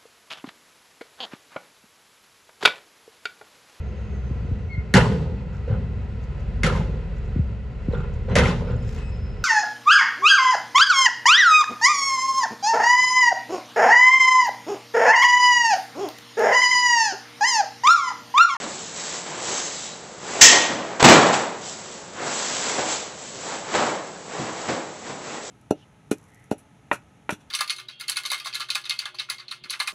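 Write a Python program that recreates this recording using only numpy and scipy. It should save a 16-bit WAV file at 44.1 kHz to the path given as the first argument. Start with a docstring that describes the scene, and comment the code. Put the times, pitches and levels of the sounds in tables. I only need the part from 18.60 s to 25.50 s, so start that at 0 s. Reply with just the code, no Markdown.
"""Canvas rasps and a soft thud: a sandbag is shouldered in a hard-walled gym and heaved over a steel bar.
The bar clanks in its rack; the bag crashes to the floor, is dragged back, tipped over and gripped again.
Blows and strokes are envelopes on coloured noise and grains; the bar rings as a sum of sine modes.
A small mono microphone with an 8 kHz band overloads on the two big blows."""
import sys
import numpy as np
from scipy import signal
from scipy.fft import rfft, irfft, next_fast_len
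from scipy.io import wavfile

SR = 44100
rng = np.random.default_rng(int(sys.argv[2]) if len(sys.argv) > 2 else 0)


def put_to_file(sound):
    """Save the sound as 16-bit audio at rate SR, in the file named by the first command-line argument."""
    columns = np.atleast_2d(sound).T  # one column per channel
    safe = np.clip(columns, -1, 1)
    whole_steps = np.round(safe * 32767)
    wavfile.write(sys.argv[1], SR, whole_steps.astype(np.int16))


N = 304289
TIME_S = np.arange(N) / SR
BAND_HZ, CUTOFF_HZ = 8050, 15800  # microphone band, final low-pass

# blows of the bag; near 2.4 s one end touches down, the full weight lands, then the bag flops over
# [start/s, swell/s, sand level/dB, floor boom level/dB]
BAG_BLOWS = [(0.038, 0.0042, -30.5, -29), (0.866, 0.021, -29, -40), (1.812, 0.01, -22.5, -22.5),
             (1.908, 0.019, -17.5, -33.5), (2.089, .02, -26, -28), (2.395, 0.009, -14, -33),
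             (2.4267, 0.00092, -4, -3.5), (2.434, 0.014, -6, -6), (2.472, 0.018, -6.5, -22),
             (2.726, 0.0073, -16, -30.5), (3.663, 0.0079, -25, -42), (4.176, 0.016, -22.5, -33),
             (4.753, 0.0027, -32, -33.5), (5.13, 0.022, -17.5, -27.5), (5.78, 0.019, -34.5, -27.5),
             (6.074, 0.017, -21.5, -25), (6.48, 0.02, -36, -36)]
# floor boom spectrum [f/Hz, density/dB]
BOOM_SPECTRUM = [(25, -50), (50, -25), (90, -7), (150, 1.5), (290, 3), (450, -6), (1000, -23)]
# sand crunch spectrum [f/Hz, density/dB]
SAND_SPECTRUM = [(40, -37), (100, -12.5), (200, -16.5), (290, 0.5), (420, 2.5), (750, 3.5), (1200, -0.5),
                 (1800, -7.5), (2500, -17.5), (4000, -18), (7900, -28.5)]
# canvas slap spectrum [f/Hz, density/dB]
SLAP_SPECTRUM = [(300, -36.5), (1000, 8.5), (2200, 12.5), (3500, 7), (5500, 2.5), (7500, 5.5)]
USUAL_BLOW_DB, USUAL_SWELL_S = -20, 0.015
SETTLE_S, SETTLE_POWER, SETTLE_DOUBLES_DB = 0.035, 1, 20  # usual fade; exponent on swell; dB to double it
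SLAP_DB, SLAP_DB_PER_DB = -28, 1.43  # slap of a usual blow; growth with blow strength
BOOM_SETTLE_SHARE = 0.87  # the floor is still sooner than the sand


def thuds():
    """Each blow booms the floor, crunches sand and slaps canvas; slow or heavy blows settle longer."""
    starts_s, swells_s, sand_db, boom_db = np.transpose(BAG_BLOWS)
    hardness_db = sand_db - USUAL_BLOW_DB
    slap_db = SLAP_DB + SLAP_DB_PER_DB * hardness_db
    swell_factor = (swells_s / USUAL_SWELL_S) ** SETTLE_POWER
    fades_s = SETTLE_S * swell_factor * 2 ** (hardness_db / SETTLE_DOUBLES_DB)

    bag_forces = [blow(*row) for row in zip(starts_s, swells_s, fades_s)]
    floor_forces = [blow(*row) for row in zip(starts_s, swells_s, BOOM_SETTLE_SHARE * fades_s)]
    sand_level = together(sand_db, bag_forces)
    slap_level = together(slap_db, bag_forces)
    boom_level = together(boom_db, floor_forces)

    def boom():
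        return boom_level * coloured(rng.standard_normal(N), BOOM_SPECTRUM)

    def sand():
        return sand_level * coloured(grains(per_s=1200, spread_db=3.0), SAND_SPECTRUM)

    slap = slap_level * coloured(grains(per_s=3800, spread_db=3.0), SLAP_SPECTRUM)
    return from_spots(boom, wet=0.51) + from_spots(sand, wet=0.51) + in_gym(slap, wet=0.17)


# the bar knocks against its hooks [start/s, clash level/dB, fade/s]
BAR_KNOCKS = [(1.8101, 5, 0.02), (1.83, -17, 0.025)]
# steel clash spectrum [f/Hz, density/dB]
CLASH_SPECTRUM = [(300, -28), (900, -15), (1500, -13.5), (1880, 0), (2300, -6), (2750, -3.5), (3600, -4.5),
                  (4400, -6), (5300, -1.5), (6300, 1.5), (7900, -3)]


def clash():
    """Steel chatters on steel: a dense, bright noise burst."""
    force = sum(from_db(db) * blow(start_s, swell_s=0.0079, fade_s=fade_s)
                for start_s, db, fade_s in BAR_KNOCKS)
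    return force * coloured(rng.standard_normal(N), CLASH_SPECTRUM)


# ringing modes of bar and rack [f/Hz, relative level/dB]
RING_MODES = [(1843, -14), (1885, -13), (1975, -27), (2061, -26), (2212, -31), (2360, -30), (2645, -26),
              (2702, -26), (3138, -29), (3321, -29), (3803, -27), (4915, -29), (5380, -29), (6128, -23),
              (6163, -22), (6514, -28), (7047, -29), (7321, -30)]
RING_T60_S, RING_GAIN_DB, RING_BUILD_S = 0.5, 0.3, 0.065


def bar_ring():
    """The chatter pumps up the modes of bar and rack; close pairs beat as they fade."""
    modes = 0
    for hz, db in RING_MODES:
        phase = rng.uniform(0, 2 * np.pi)
        modes = modes + from_db(db) * np.sin(2 * np.pi * hz * TIME_S + phase)
    first_knock_s = BAR_KNOCKS[0][0]
    envelope = blow(first_knock_s, RING_BUILD_S, RING_T60_S / np.log(1000))
    return from_db(RING_GAIN_DB) * modes * envelope


# strokes of the bag on clothes, bar and floor: lifted, swung to the chest, pushed onto the shoulder,
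# shoved over the bar, falling, slumping, grabbed, dragged back, tipped over, rolled, gripped again
# [start/s, swell/s, hold/s, sand scuff level/dB, canvas rasp level/dB]
BAG_STROKES = [(0.0, 0.0017, 0.04, -32, -36), (0.066, 0.024, 0.19, -69, -36.5),
               (0.303, 0.076, 0.2, -40.5, -33), (0.641, 0.029, 0.15, -36, -38.5),
               (0.777, 0.1, 0.12, -37, -29), (1.025, 0.037, 0.2, -52, -35), (1.567, 0.3, 0.088, -26.5, -30),
               (2.028, 0.029, 0.3, -34, -52), (2.596, .05, 0.043, -21, -32),
               (2.715, 0.02, 0.013, -24, -28.5), (2.993, 0.053, 0.053, -69, -34.5),
               (3.15, .04, 0.18, -54, -43.5), (3.523, 0.088, 0.03, -28.5, -42),
               (3.595, 0.13, 0.36, -35, -29), (3.993, 0.089, 0.14, -30.5, -32),
               (4.237, 0.061, 0.03, -32, -26), (4.56, 0.034, 0.25, -63, -41),
               (4.765, 0.11, 0.073, -33.5, -36.5), (5.026, 0.11, 0.15, -28, -35.5),
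               (5.647, 0.098, 0.15, -33, -41), (5.902, 0.084, 0.15, -35, -40.5),
               (6.415, 0.051, 0.034, -34, -43.5), (6.583, 0.093, 0.077, -34.5, -42),
               (6.807, 0.032, .04, -59, -39.5)]
# sand scuff spectrum [f/Hz, density/dB]
SCUFF_SPECTRUM = [(30, -33), (70, -27), (120, -3), (190, -1), (260, 1), (500, 4.5), (800, 5), (1200, 0),
                  (2000, -6.5), (4000, -18.5), (7900, -45)]
# canvas rasp spectrum [f/Hz, density/dB]
RASP_SPECTRUM = [(500, -26.5), (1200, -12), (2200, -10), (3200, -6), (4200, -5), (5300, -4.5), (6400, -3),
                 (7600, 1.5), (8000, -1.5)]
# loaded canvas spectrum [f/Hz, density/dB]
GRIND_SPECTRUM = [(500, -14), (1200, 2), (2200, 1), (3500, -3), (5000, -6.5), (7900, -17)]
SCUFF_FADE_S, RASP_FADE_S = 0.029, 0.072
GRIND_DB = -4  # re geometric mean of scuff and rasp


def handling():
    """Canvas threads slip in a fine rasp, sand scuffs coarsely, loaded canvas grinds between the two."""
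    table = np.array(BAG_STROKES)
    timing, scuff_db, rasp_db = table[:, :3], table[:, 3], table[:, 4]
    scuff_level = together(scuff_db, [stroke(*row, SCUFF_FADE_S) for row in timing])
    rasp_level = together(rasp_db, [stroke(*row, RASP_FADE_S) for row in timing])
    grind_level = from_db(GRIND_DB) * np.sqrt(scuff_level * rasp_level)

    def scuff():
        return scuff_level * coloured(grains(per_s=600, spread_db=3.0), SCUFF_SPECTRUM)

    rasp = rasp_level * coloured(grains(per_s=3000, spread_db=-1.0), RASP_SPECTRUM)
    grind = grind_level * coloured(grains(per_s=3000, spread_db=0.5), GRIND_SPECTRUM)
    return from_spots(scuff, wet=0.54) + in_gym(rasp + grind, wet=0.23)


# canvas squeaks faintly against the bar [start/s, swell/s, hold/s, f/Hz, level/dB]
BAR_SQUEAKS = [(0.886, 0.055, .12, 6350, -36), (1.082, 0.071, .18, 3880, -46.5)]
SQUEAK_WIDTH_HZ = 200


def squeaks():
    """Uneven slips on the bar gather round one pitch: noise through a narrow resonance."""
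    out = 0
    for start_s, swell_s, hold_s, hz, db in BAR_SQUEAKS:
        b, a = signal.iirpeak(hz, hz / SQUEAK_WIDTH_HZ, fs=SR)
        whistle = rms_one(signal.lfilter(b, a, rng.standard_normal(N)))
        out = out + from_db(db) * whistle * stroke(start_s, swell_s, hold_s, RASP_FADE_S)
    return out


# steady air spectrum [f/Hz, density/dB]
AIR_SPECTRUM = [(25, -21), (50, -17), (100, -6.5), (180, 2), (270, -3.5), (500, 1.5), (800, -2.5),
                (1300, -6.5), (2500, -12.5), (5400, -14), (7800, -9)]
AIR_DB = -40


def room_air():
    """Steady coloured noise of the room's air."""
    return from_db(AIR_DB) * coloured(rng.standard_normal(N), AIR_SPECTRUM)


# reverberation of the gym [f/Hz, T60/s]
REVERB_T60 = [(60, 0.15), (200, 0.83), (800, 0.8), (2500, 0.77), (7900, 0.45)]


def gym_tail(build_s):
    """Diffuse reflections, each band dying at its own rate; unit energy over the bands covered."""
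    age_s, tail = TIME_S[:SR], 0
    edges_hz = np.geomspace(30, 9000, 10)
    for low, high in zip(edges_hz, edges_hz[1:]):
        band_filter = signal.butter(2, [low, high], "band", fs=SR, output="sos")
        band = signal.sosfilt(band_filter, rng.standard_normal(SR))
        t60_s = at_hz(REVERB_T60, np.sqrt(low * high))
        tail = tail + band * np.exp(-np.log(1000) * age_s / t60_s)
    tail = tail * (1 - np.exp(-age_s / build_s))
    return tail / np.sqrt(np.sum(tail ** 2) * SR / 2 / edges_hz[-1])


def in_gym(x, wet):
    """Share power between direct sound and room; each call draws its own reflections."""
    reverb = signal.fftconvolve(x, gym_tail(build_s=0.0078))[:N]
    return np.sqrt(1 - wet) * x + np.sqrt(wet) * reverb


def from_spots(source, wet, count=3):
    """A large body sounds from several spots at once, each with its own reflections."""
    return sum(in_gym(source(), wet) for _ in range(count)) / np.sqrt(count)


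def blow(start_s, swell_s, fade_s):
    """Force of one contact: linear build-up, exponential decay."""
    age_s = np.maximum(TIME_S - start_s, 0)
    return np.minimum(age_s / swell_s, 1) * np.exp(-np.maximum(age_s - swell_s, 0) / fade_s)


def stroke(start_s, swell_s, hold_s, fade_s):
    """Speed of one slide: it gathers pace, keeps it, then comes to rest."""
    return blow_with_hold(np.maximum(TIME_S - start_s, 0), swell_s, hold_s, fade_s)


def blow_with_hold(age_s, swell_s, hold_s, fade_s):
    """Linear rise, plateau, exponential decay."""
    return np.minimum(age_s / swell_s, 1) * np.exp(-np.maximum(age_s - swell_s - hold_s, 0) / fade_s)


def together(levels_db, shapes):
    """Overlapping contacts add in power."""
    return np.sqrt(from_db(levels_db) ** 2 @ np.array(shapes) ** 2)


def grains(per_s, spread_db):
    """Tiny random slips of uneven size and either sign; rms 1."""
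    sizes = from_db(spread_db * np.minimum(rng.exponential(1, N), 4))
    signs = rng.choice([-1, 1], N)
    happens = rng.random(N) < per_s / SR
    return rms_one(sizes * signs * happens)


def coloured(x, spectrum):
    """Impose a spectrum on a steady texture, inside the microphone's band; rms 1."""
    size = next_fast_len(N)
    hz = np.arange(size // 2 + 1) * SR / size
    gain = from_db(at_hz(spectrum, hz)) * (hz < BAND_HZ)
    return rms_one(irfft(rfft(x, size) * gain, size)[:N])


def at_hz(points, hz):
    """Interpolate a table on a log-frequency axis."""
    knots_hz, values = np.transpose(points)
    return np.interp(np.log(np.maximum(hz, 1)), np.log(knots_hz), values)


def from_db(db):
    """Decibels to gain."""
    return 10 ** (np.asarray(db) / 20)


def rms_one(x):
    """Scale to unit power."""
    return x / np.sqrt(np.mean(x ** 2) + 1e-20)


def low_pass(x, hz):
    """Very steep linear-phase low-pass."""
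    taps = signal.firwin(601, hz, fs=SR, window=("kaiser", 9))
    return signal.fftconvolve(x, taps, "same")


def scene():
    """Bag, bar and the room's steady air reach a single microphone."""
    bag = thuds() + handling() + squeaks()
    bar = from_spots(clash, wet=0.49) + in_gym(bar_ring(), wet=0.025)
    return np.tile(bag + bar + room_air(), (2, 1))


def record(dry):
    """The input overloads and is band-limited; the overshoots hit full scale once more."""
    narrow = low_pass(np.clip(dry[0], -1, 1), BAND_HZ)
    out = low_pass(np.clip(narrow, -1, 1), CUTOFF_HZ)
    return np.tile(out, (2, 1))


dry = scene()
out = record(dry)
put_to_file(out)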